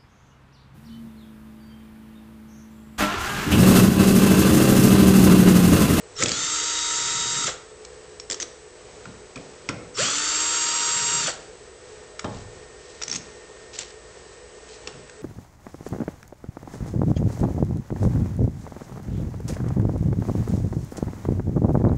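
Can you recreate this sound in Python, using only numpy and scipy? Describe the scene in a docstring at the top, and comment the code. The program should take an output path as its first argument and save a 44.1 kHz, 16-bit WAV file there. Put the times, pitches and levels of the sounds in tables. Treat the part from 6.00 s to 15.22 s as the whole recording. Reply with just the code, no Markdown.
"""A cordless drill backs two screws out of a camera's battery plate on a wooden desk, in a small room.
Its motor spins up, whines at multiples of the rotor speed and brakes hard, while rattling gear teeth
excite the resonances of the housing. Impacts of loose screws ring the plate's high modes as clicks;
knocks ring the low modes of camera and desk as thuds, and sliding friction rasps. Room air, a fan,
a thin electrical whine and a faint whistle fill the pauses."""
import sys
import numpy as np
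from scipy import signal
from scipy.fft import rfft, irfft
from scipy.io import wavfile
from scipy.ndimage import uniform_filter1d

SR = 44100
rng = np.random.default_rng(int(sys.argv[2]) if len(sys.argv) > 2 else 0)


def store_wav(level_fs):
    """Save 16-bit WAV to argv[1]."""
    pcm = np.round(np.clip(np.atleast_2d(level_fs), -1, 1) * 32767)
    wavfile.write(sys.argv[1], SR, pcm.T.astype(np.int16))


N = 406591
T = np.arange(N) / SR
FREQ = np.fft.rfftfreq(N, 1 / SR) + 1e-3  # Hz, offset to keep the logarithm finite

# Spectrum of the room air: frequency_hz, gain_db
AIR_SPECTRUM = [(15, -50.5), (25, -14), (65, -9), (168, -11), (200, -16), (249, -14), (268, -14.5),
                (426, -5.5), (784, -13.5), (1630, -17), (1800, -17), (3480, -22), (7430, -21),
                (7990, -35.5), (8600, -31), (11200, -63.5), (18900, -120)]
# Humming and hissing bands of the fan: centre_hz, width_hz, level_db
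FAN_BANDS = [(59, 20, -59), (372, 40, -57.5), (431, 32, -51.5), (492.5, 18, -54.5), (618, 8.9, -65.5),
             (7470, 90, -74.5), (7760, 110, -73)]
# Tones of the electrical whine: pitch_hz, level_db
WHINE_TONES = [(7854, -60.5), (7881, -82)]
# Envelope of a faint far whistle: time_s, level_db
WHISTLE_LEVELS = [(0, -66), (5.5, -69), (6.3, -60), (7.7, -57.5), (8.4, -62), (9.2, -61.5)]
# Things sliding in the hand and on the desk: start_s, length_s, level_db
SLIDES = [(3.33, 0.26, -59), (6.287, 0.16, -49.5), (6.786, 0.34, -53), (7.092, 0.11, -43),
          (7.728, 0.04, -38), (7.764, 0.07, -36.5), (7.817, .1, -50), (8.667, 0.1, -47.5)]
# Response of the wooden desk: frequency_hz, gain_db
DESK_SPECTRUM = [(30, 6.5), (65, 1), (100, 3.5), (160, 5), (210, -1), (280, 0.5), (450, -2), (800, -2.5),
                 (1400, -4), (4000, -13)]
# Knocks through camera and desk: start_s, level_db, low_edge_hz, high_edge_hz, shell_gain_db
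KNOCKS = [(.227, -20, 160, 514, -7.5), (3.056, -34, 105, 300, -7), (3.36, -30, 130, 600, 0),
          (3.691, -22.5, 100, 643, 5), (6.243, -21.5, 95, 850, 1.5), (6.309, -36, 34, 130, -20),
          (8.874, -36, 250, 900, 7), (8.94, -38.5, 120, 260, -8)]
# Jolt of the drill as it brakes: level_db, low_edge_hz, high_edge_hz, shell_gain_db
BRAKE_CLUNK = (-27.5, 394, 903, 4.5)
# Resonances of the battery plate: centre_hz, width_hz, gain_db
PLATE_MODES = [(1310, 75, -13), (2030, 460, -14), (2480, 420, -12.5), (3430, 380, -15.5),
               (5190, 2200, -10.5), (6800, 280, -12)]
# Single impacts of screws, bit and plate: start_s, level_db, ping_hz, ping_gain_db
CLICKS = [(.2237, -7.5, 2280, -3), (.2342, -6, 7200, -1.5), (.2586, -10, 3330, -4), (.282, -13, 7200, -7),
          (.291, -12.5, 7600, -4), (.3167, -10.5, 4620, 2), (1.8483, -27.5, 4330, -8),
          (2.1981, -22.5, 5480, 4.5), (2.3426, -19.5, 5630, -4), (3.055, -26.5, 1390, 6),
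          (3.3578, -26.5, 2460, 3), (3.375, -30, 2440, 10), (3.6886, -12.5, 1360, -14),
          (6.193, -18, 1350, -5), (6.2438, -22.5, 1140, 1), (7.016, -22, 1370, -3), (7.0218, -18, 5820, 1),
          (7.0344, -15, 5677, 3), (7.1138, -12.5, 5570, 22), (7.1601, -15.5, 6420, 5),
          (7.7875, -15.5, 7350, 4), (8.873, -19, 2680, -3), (9.0955, -31, 1590, 0)]
# A loose screw bouncing in the plate: start_s, length_s, first_gap_s, level_db, ping_hz, body_low_hz
RATTLES = [(2.299, .032, 0.011, -16, 7350, 312), (2.3997, .028, .0082, -19.5, 6040, 310),
           (7.0795, .087, .018, -20, 6250, 140)]
# Response of the drill's housing in the first run: frequency_hz, gain_db
FIRST_HOUSING = [(100, -17.5), (450, -24), (800, -18), (1080, -13), (1320, 4), (1600, -9.5), (1980, -2),
                 (2300, -9.5), (3400, -3), (4050, -3.5), (4400, -8), (6400, -1.5), (7400, 0.5),
                 (8500, -15.5)]
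# Response of the housing in the second run: frequency_hz, gain_db
SECOND_HOUSING = [(100, -27.5), (450, -8.5), (850, -16), (1320, 4), (1650, -3.5), (2300, -4), (3300, -1.5),
                  (4050, -4.5), (4560, 1.5), (4850, -1.5), (5200, -5), (5800, 0.5), (6300, -4), (7450, 4),
                  (8500, -9)]
# Motor and gear tones at full speed: rotor_multiple, first_run_gain_db, second_run_gain_db
ROTOR_ORDERS = [(3, -21, -18), (4, -25, -19.5), (6, -35.5, -22.5), (9, -28, -17.5), (12, -10, -17.5),
                (14, -32.5, -29), (15, -12, -13.5), (16, -21.5, -26), (17, -20, -31), (18, -16.5, -14),
                (19, -25, -24), (20, -12.5, -23), (21, -9.5, -8.5), (22, -21, -17.5), (23, -14, -19.5),
                (24, -9, -4.5), (25, -18.5, -25)]
# Runs of the drill: start_s, screw_free_s, ease_s, brake_s, level_db, drag_decay_s, start_surge_db
DRILL_RUNS = [(.18, 0.99, 1.423, 1.468, -26, .12, 11.5), (3.967, 4.803, 5.195, 5.269, -25, .15, 14.5)]

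FULL_SPEED_HZ = 313.7  # rotor turns per second
JAM_AT_S = .25  # the first screw sticks briefly
TRIGGER_LEAD_S = .033  # current flows this long before the motor turns


def undb(db):
    """Amplitude ratio of a level in decibels."""
    return 10 ** (np.asarray(db) / 20)


def unit(x):
    """Normalisation to rms 1."""
    return x / np.sqrt(np.mean(x ** 2))


def since(start_s):
    """Elapsed seconds, zero before the start."""
    return np.maximum(T - start_s, 0)


def response_db(spectrum, hz):
    """Interpolation of a spectrum on a logarithmic frequency axis."""
    points_hz, points_db = np.transpose(spectrum)
    return np.interp(np.log(hz), np.log(points_hz), points_db)


def colour(x, spectrum):
    """Filtering as multiplication in the frequency domain."""
    return irfft(rfft(x) * undb(response_db(spectrum, FREQ)), N)


def noise_band(centre_hz, width_hz):
    """White noise filtered by one spectral peak, rms 1."""
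    return unit(irfft(rfft(rng.standard_normal(N)) / (1 + (2 * (FREQ - centre_hz) / width_hz) ** 2), N))


def drift(rate_hz):
    """Random fluctuation: low-pass noise, rms 1."""
    return noise_band(0, 2 * rate_hz)


def resonate(x, centre_hz, width_hz):
    """Second-order resonance, gain 1 at its centre."""
    return signal.lfilter(*signal.iirpeak(centre_hz, centre_hz / width_hz, SR), x)


def add(out, start_s, x):
    """Superposition of a short sound on a longer one."""
    i = int(start_s * SR)
    out[i:i + len(x)] += x[:N - i]


def room(x, wet_db, bass_t60_s=.67, treble_t60_s=.19):
    """Reverberation: wall reflections arrive after 5 ms and decay, the treble soonest."""
    t = T[:SR]
    noise = rng.standard_normal(SR)
    bass = signal.sosfilt(signal.butter(1, 2000, fs=SR, output="sos"), noise)
    tail = bass * undb(-60 * t / bass_t60_s) + (noise - bass) * undb(-60 * t / treble_t60_s)
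    tail *= t > .005
    return x + undb(wet_db) * signal.fftconvolve(x, tail / np.linalg.norm(tail))[:N]


def background(air_db=-48, whistle_hz=1831):
    """Superposition of broadband air, narrow-band fan noise, an electrical whine and a faint whistle."""
    air = unit(colour(rng.standard_normal(N), AIR_SPECTRUM)) * undb(air_db + 1.05 * drift(2.5))
    fan = sum(undb(db) * noise_band(hz, width_hz) for hz, width_hz, db in FAN_BANDS)
    whine = sum(undb(db) * np.sqrt(2) * np.sin(2 * np.pi * hz * T) for hz, db in WHINE_TONES)
    whistle = np.sqrt(2) * np.sin(2 * np.pi * np.cumsum(whistle_hz + 14 * drift(36)) / SR)
    whistle_db = np.interp(T, *np.transpose(WHISTLE_LEVELS))
    return air + fan + whine + undb(whistle_db) * whistle


def slides(grain_db=4):
    """Sliding friction: gritty noise swells and fades over each stroke."""
    level = sum(undb(db) * np.sqrt(np.maximum(1 - (2 * (T - start_s) / length_s - 1) ** 2, 0))
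                for start_s, length_s, db in SLIDES)
    grit = rng.standard_normal(N) * undb(grain_db * drift(190))
    spectrum = [(300, -1.5), (1200, -4.5), (2500, 3), (5000, 6.5), (8000, 3), (10000, -32)]
    return level * unit(colour(grit, spectrum))


def thuds(hits, shell_hz=1200, shell_t60_s=.099):
    """Damped vibration: a knock rings the desk's dense low modes, and the camera's shell clacks."""
    out, t = np.zeros(N), T[:SR]
    desk = colour(rng.standard_normal(N), DESK_SPECTRUM)
    attack = 1 - np.exp(-t / .00044)
    for start_s, db, low_hz, high_hz, shell_db in hits:
        wood = desk[rng.integers(N - SR):][:SR]
        t60_s = .43 * (100 / low_hz) ** .72  # higher knocks die sooner
        low = signal.sosfilt(signal.butter(2, [low_hz, high_hz], "bandpass", fs=SR, output="sos"), wood)
        shell = resonate(wood, shell_hz, shell_hz / 2) + resonate(wood, 3100, 210)
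        thud = low * undb(-60 * t / t60_s) + undb(shell_db) * shell * undb(-60 * t / shell_t60_s)
        add(out, start_s, undb(db) * thud * attack / (2.68 * np.std(thud[:SR // 20])))
    return out


def clicks(hits, contact_s=.0015, t60_s=.016, crack_db=-19):
    """Impact excitation: a brief scrape rings the plate's modes, and each contact adds its own ping."""
    out, t = np.zeros(N), T[:SR // 10]
    fade = undb(-60 * np.maximum(t - contact_s, 0) / t60_s)
    for start_s, db, ping_hz, ping_db in hits:
        force = rng.choice([-1, 1], len(t)) * fade
        # hard metal contacts favour the high modes, plastic ones the low
        tilt_db_per_octave = 4 * np.log2(ping_hz / 3500)
        plate = sum(undb(gain_db + tilt_db_per_octave * np.log2(hz / 3500)) * resonate(force, hz, width)
                    for hz, width, gain_db in PLATE_MODES)
        ping = undb(ping_db - 13) * fade * np.sin(2 * np.pi * ping_hz * t)
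        click = plate + undb(crack_db) * force + ping
        add(out, start_s, undb(db) * click / (2.44 * np.std(click[:SR // 300])))
    return out


def screw_bounces(restitution=.86, scatter_db=2.5, detune=.057):
    """Inelastic bouncing: ever quicker impacts, listed as pings of the plate and nudges of the body."""
    pings, nudges = [], []
    for start_s, length_s, gap_s, level_db, ping_hz, body_hz in RATTLES:
        delays = np.cumsum(np.r_[0, gap_s * restitution ** np.arange(10)])
        levels = level_db + scatter_db * rng.standard_normal(len(delays))
        pitches = ping_hz * (1 + detune * rng.standard_normal(len(delays)))
        for delay_s, db, hz in zip(delays, levels, pitches):
            if delay_s < length_s:
                pings.append((start_s + delay_s, db, hz, 1.5))
                nudges.append((start_s + delay_s, db - 22, body_hz, 2 * body_hz, -6))
    return pings, nudges


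def camera_rumble(speed, torque, loose, kick_db=-35, wobble_db=-41.5):
    """Forced vibration: the camera body shakes as the motor speeds up, and under a loose screw."""
    level = speed * (undb(kick_db) * np.maximum(torque, 0) + undb(wobble_db) * loose ** 2)
    shake = rng.standard_normal(N) * undb(1.8 * drift(25))
    return level * unit(colour(shake, [(50, -30.5), (130, 2.5), (240, -6), (400, -5.5), (900, -50)]))


def current_pulse(start_s, length_s=.053):
    """Switching transient: current swells briefly as the trigger closes, just ahead of the motor."""
    return np.sin(np.pi * np.minimum(since(start_s - TRIGGER_LEAD_S) / length_s, 1)) ** 2


def trigger_squeal(start_s, settled_hz=5270, drop_hz=2000, drop_s=.009, level_db=-34.5):
    """Current chopping: the speed control sings at each pull, its pitch settling from above."""
    hz = settled_hz + drop_hz * np.exp(-since(start_s - TRIGGER_LEAD_S) / drop_s)
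    hz *= 1 + .0048 * drift(93)
    return undb(level_db) * current_pulse(start_s) * np.sin(2 * np.pi * np.cumsum(hz) / SR)


def motor_speed(start_s, ease_s, brake_s, drag_decay_s, spin_lag_s=.029, brake_lag_s=.038):
    """First-order lag under load: the share of full speed from spin-up to braking."""
    spin_up = 1 - np.exp(-since(start_s) / spin_lag_s)
    thread_drag = .22 * np.exp(-since(start_s) / drag_decay_s)
    jam = .55 * np.exp(-(np.minimum(T - JAM_AT_S, 0) / .022) ** 2 - since(JAM_AT_S) / .04)
    finger_lift = np.maximum(1 - 1.05 * since(ease_s), 0)
    braking = np.exp(-since(brake_s) / brake_lag_s)
    return spin_up * (1 - thread_drag) * (1 - jam) * finger_lift * braking


def gear_tones(run, housing, speed, rotor_hz, angle):
    """Rotational harmonics: each tone swells as its glide crosses a resonance of the housing."""
    tones = 0
    for order, *gains_db in ROTOR_ORDERS:
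        swell_db = response_db(housing, order * rotor_hz) - response_db(housing, order * FULL_SPEED_HZ)
        waver_db = (.6 + order / 18) * drift(18)
        phase = order * angle + rng.uniform(0, 2 * np.pi)
        tones += undb(gains_db[run] + swell_db + waver_db) * np.sin(phase)
    return tones * np.sqrt(2) * speed ** 5  # the gears sing cleanly only near full speed


def gear_rattle(housing, angle, depth=.084, grain_db=1.5):
    """Amplitude modulation: teeth strike harder as each planet gear comes round, and once a turn."""
    mesh = 1 + depth * np.cos(.847 * angle) + depth / 2 * np.cos(angle)
    return unit(colour(rng.standard_normal(N) * mesh * undb(grain_db * drift(350)), housing))


def motor_strain(torque, rotor_hz, angle, growl_db, pinion_db):
    """Torque reaction: three rotor poles and the pinion tug at the housing as the speed changes."""
    growl = np.exp(-((rotor_hz - 175) / 55) ** 2) * (np.sin(3 * angle) + .6 * np.sin(9 * angle))
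    pinion = np.exp(-((rotor_hz - 260) / 45) ** 2) * np.sin(12 * angle)
    return np.abs(torque) * (undb(growl_db) * growl + undb(pinion_db) * pinion)


def drill(run, housing, rattle_db, growl_db, pinion_db, hum_db=-18, buzz_db=-13.5):
    """Rotating machinery: one rotor angle drives the tones, rattle, strain and hum of a run."""
    start_s, free_s, ease_s, brake_s, level_db, drag_decay_s, start_surge_db = DRILL_RUNS[run]
    speed = motor_speed(start_s, ease_s, brake_s, drag_decay_s)
    loose = (1 + np.tanh((T - free_s) / .32)) / 2  # rises from 0 to 1 as the screw works free
    judder = (.00079 + .0396 * (1 - speed)) * drift(29.6)  # greater while the rotor is held back
    rotor_hz = np.maximum(FULL_SPEED_HZ * speed * (1 + judder), 1)
    angle = 2 * np.pi * np.cumsum(rotor_hz) / SR
    acceleration = uniform_filter1d(np.gradient(FULL_SPEED_HZ * speed) * SR, size=500)
    torque = np.tanh(acceleration / 900)

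    tones = gear_tones(run, housing, speed, rotor_hz, angle)
    rattle = undb(rattle_db) * gear_rattle(housing, angle)
    strain = motor_strain(torque, rotor_hz, angle, growl_db, pinion_db)
    hum = undb(hum_db) * (1 - loose) * np.sin(angle)  # rotor imbalance, passed on while the screw grips

    surge_db = start_surge_db * np.exp(-since(start_s) / .075) + 5.5 * (T > brake_s)
    jam_dip_db = -4.5 * (T > JAM_AT_S) * np.exp(-since(JAM_AT_S) / .068)
    running = speed ** 1.06 * undb(surge_db + jam_dip_db)
    buzzing = undb(buzz_db) * current_pulse(start_s)  # the speed control hisses as current flows, before the motor turns
    machine = undb(level_db) * (running + buzzing) * (tones + rattle + strain + hum)
    return machine + trigger_squeal(start_s) + camera_rumble(speed, torque, loose)


def scene():
    """Superposition: two runs of the drill and the handling reverberate over the background."""
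    first = drill(0, FIRST_HOUSING, rattle_db=-2, growl_db=-4, pinion_db=-8)
    second = drill(1, SECOND_HOUSING, rattle_db=-1, growl_db=-3, pinion_db=-5.5)
    tool = room(first + second, wet_db=-13.5)
    pings, nudges = screw_bounces()
    clunks = [(brake_s + .0095, *BRAKE_CLUNK) for _, _, _, brake_s, *_ in DRILL_RUNS]
    handling = room(clicks(CLICKS + pings) + thuds(KNOCKS + clunks + nudges) + slides(), wet_db=-10.5)
    return (tool + handling + background())[None]


def record(dry, sampling_hz=16000, top_hz=8170):
    """Spectral imaging: slow sampling mirrors the highest tones about the band edge; the top is cut."""
    in_band = signal.sosfilt(signal.ellip(12, .1, 80, sampling_hz / 2 - 50, fs=SR, output="sos"), dry)
    mirrored = in_band * (1 + 2 * np.cos(2 * np.pi * sampling_hz * T))
    return signal.sosfilt(signal.butter(36, top_hz, fs=SR, output="sos"), mirrored)


dry = scene()
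out = record(dry)
store_wav(out)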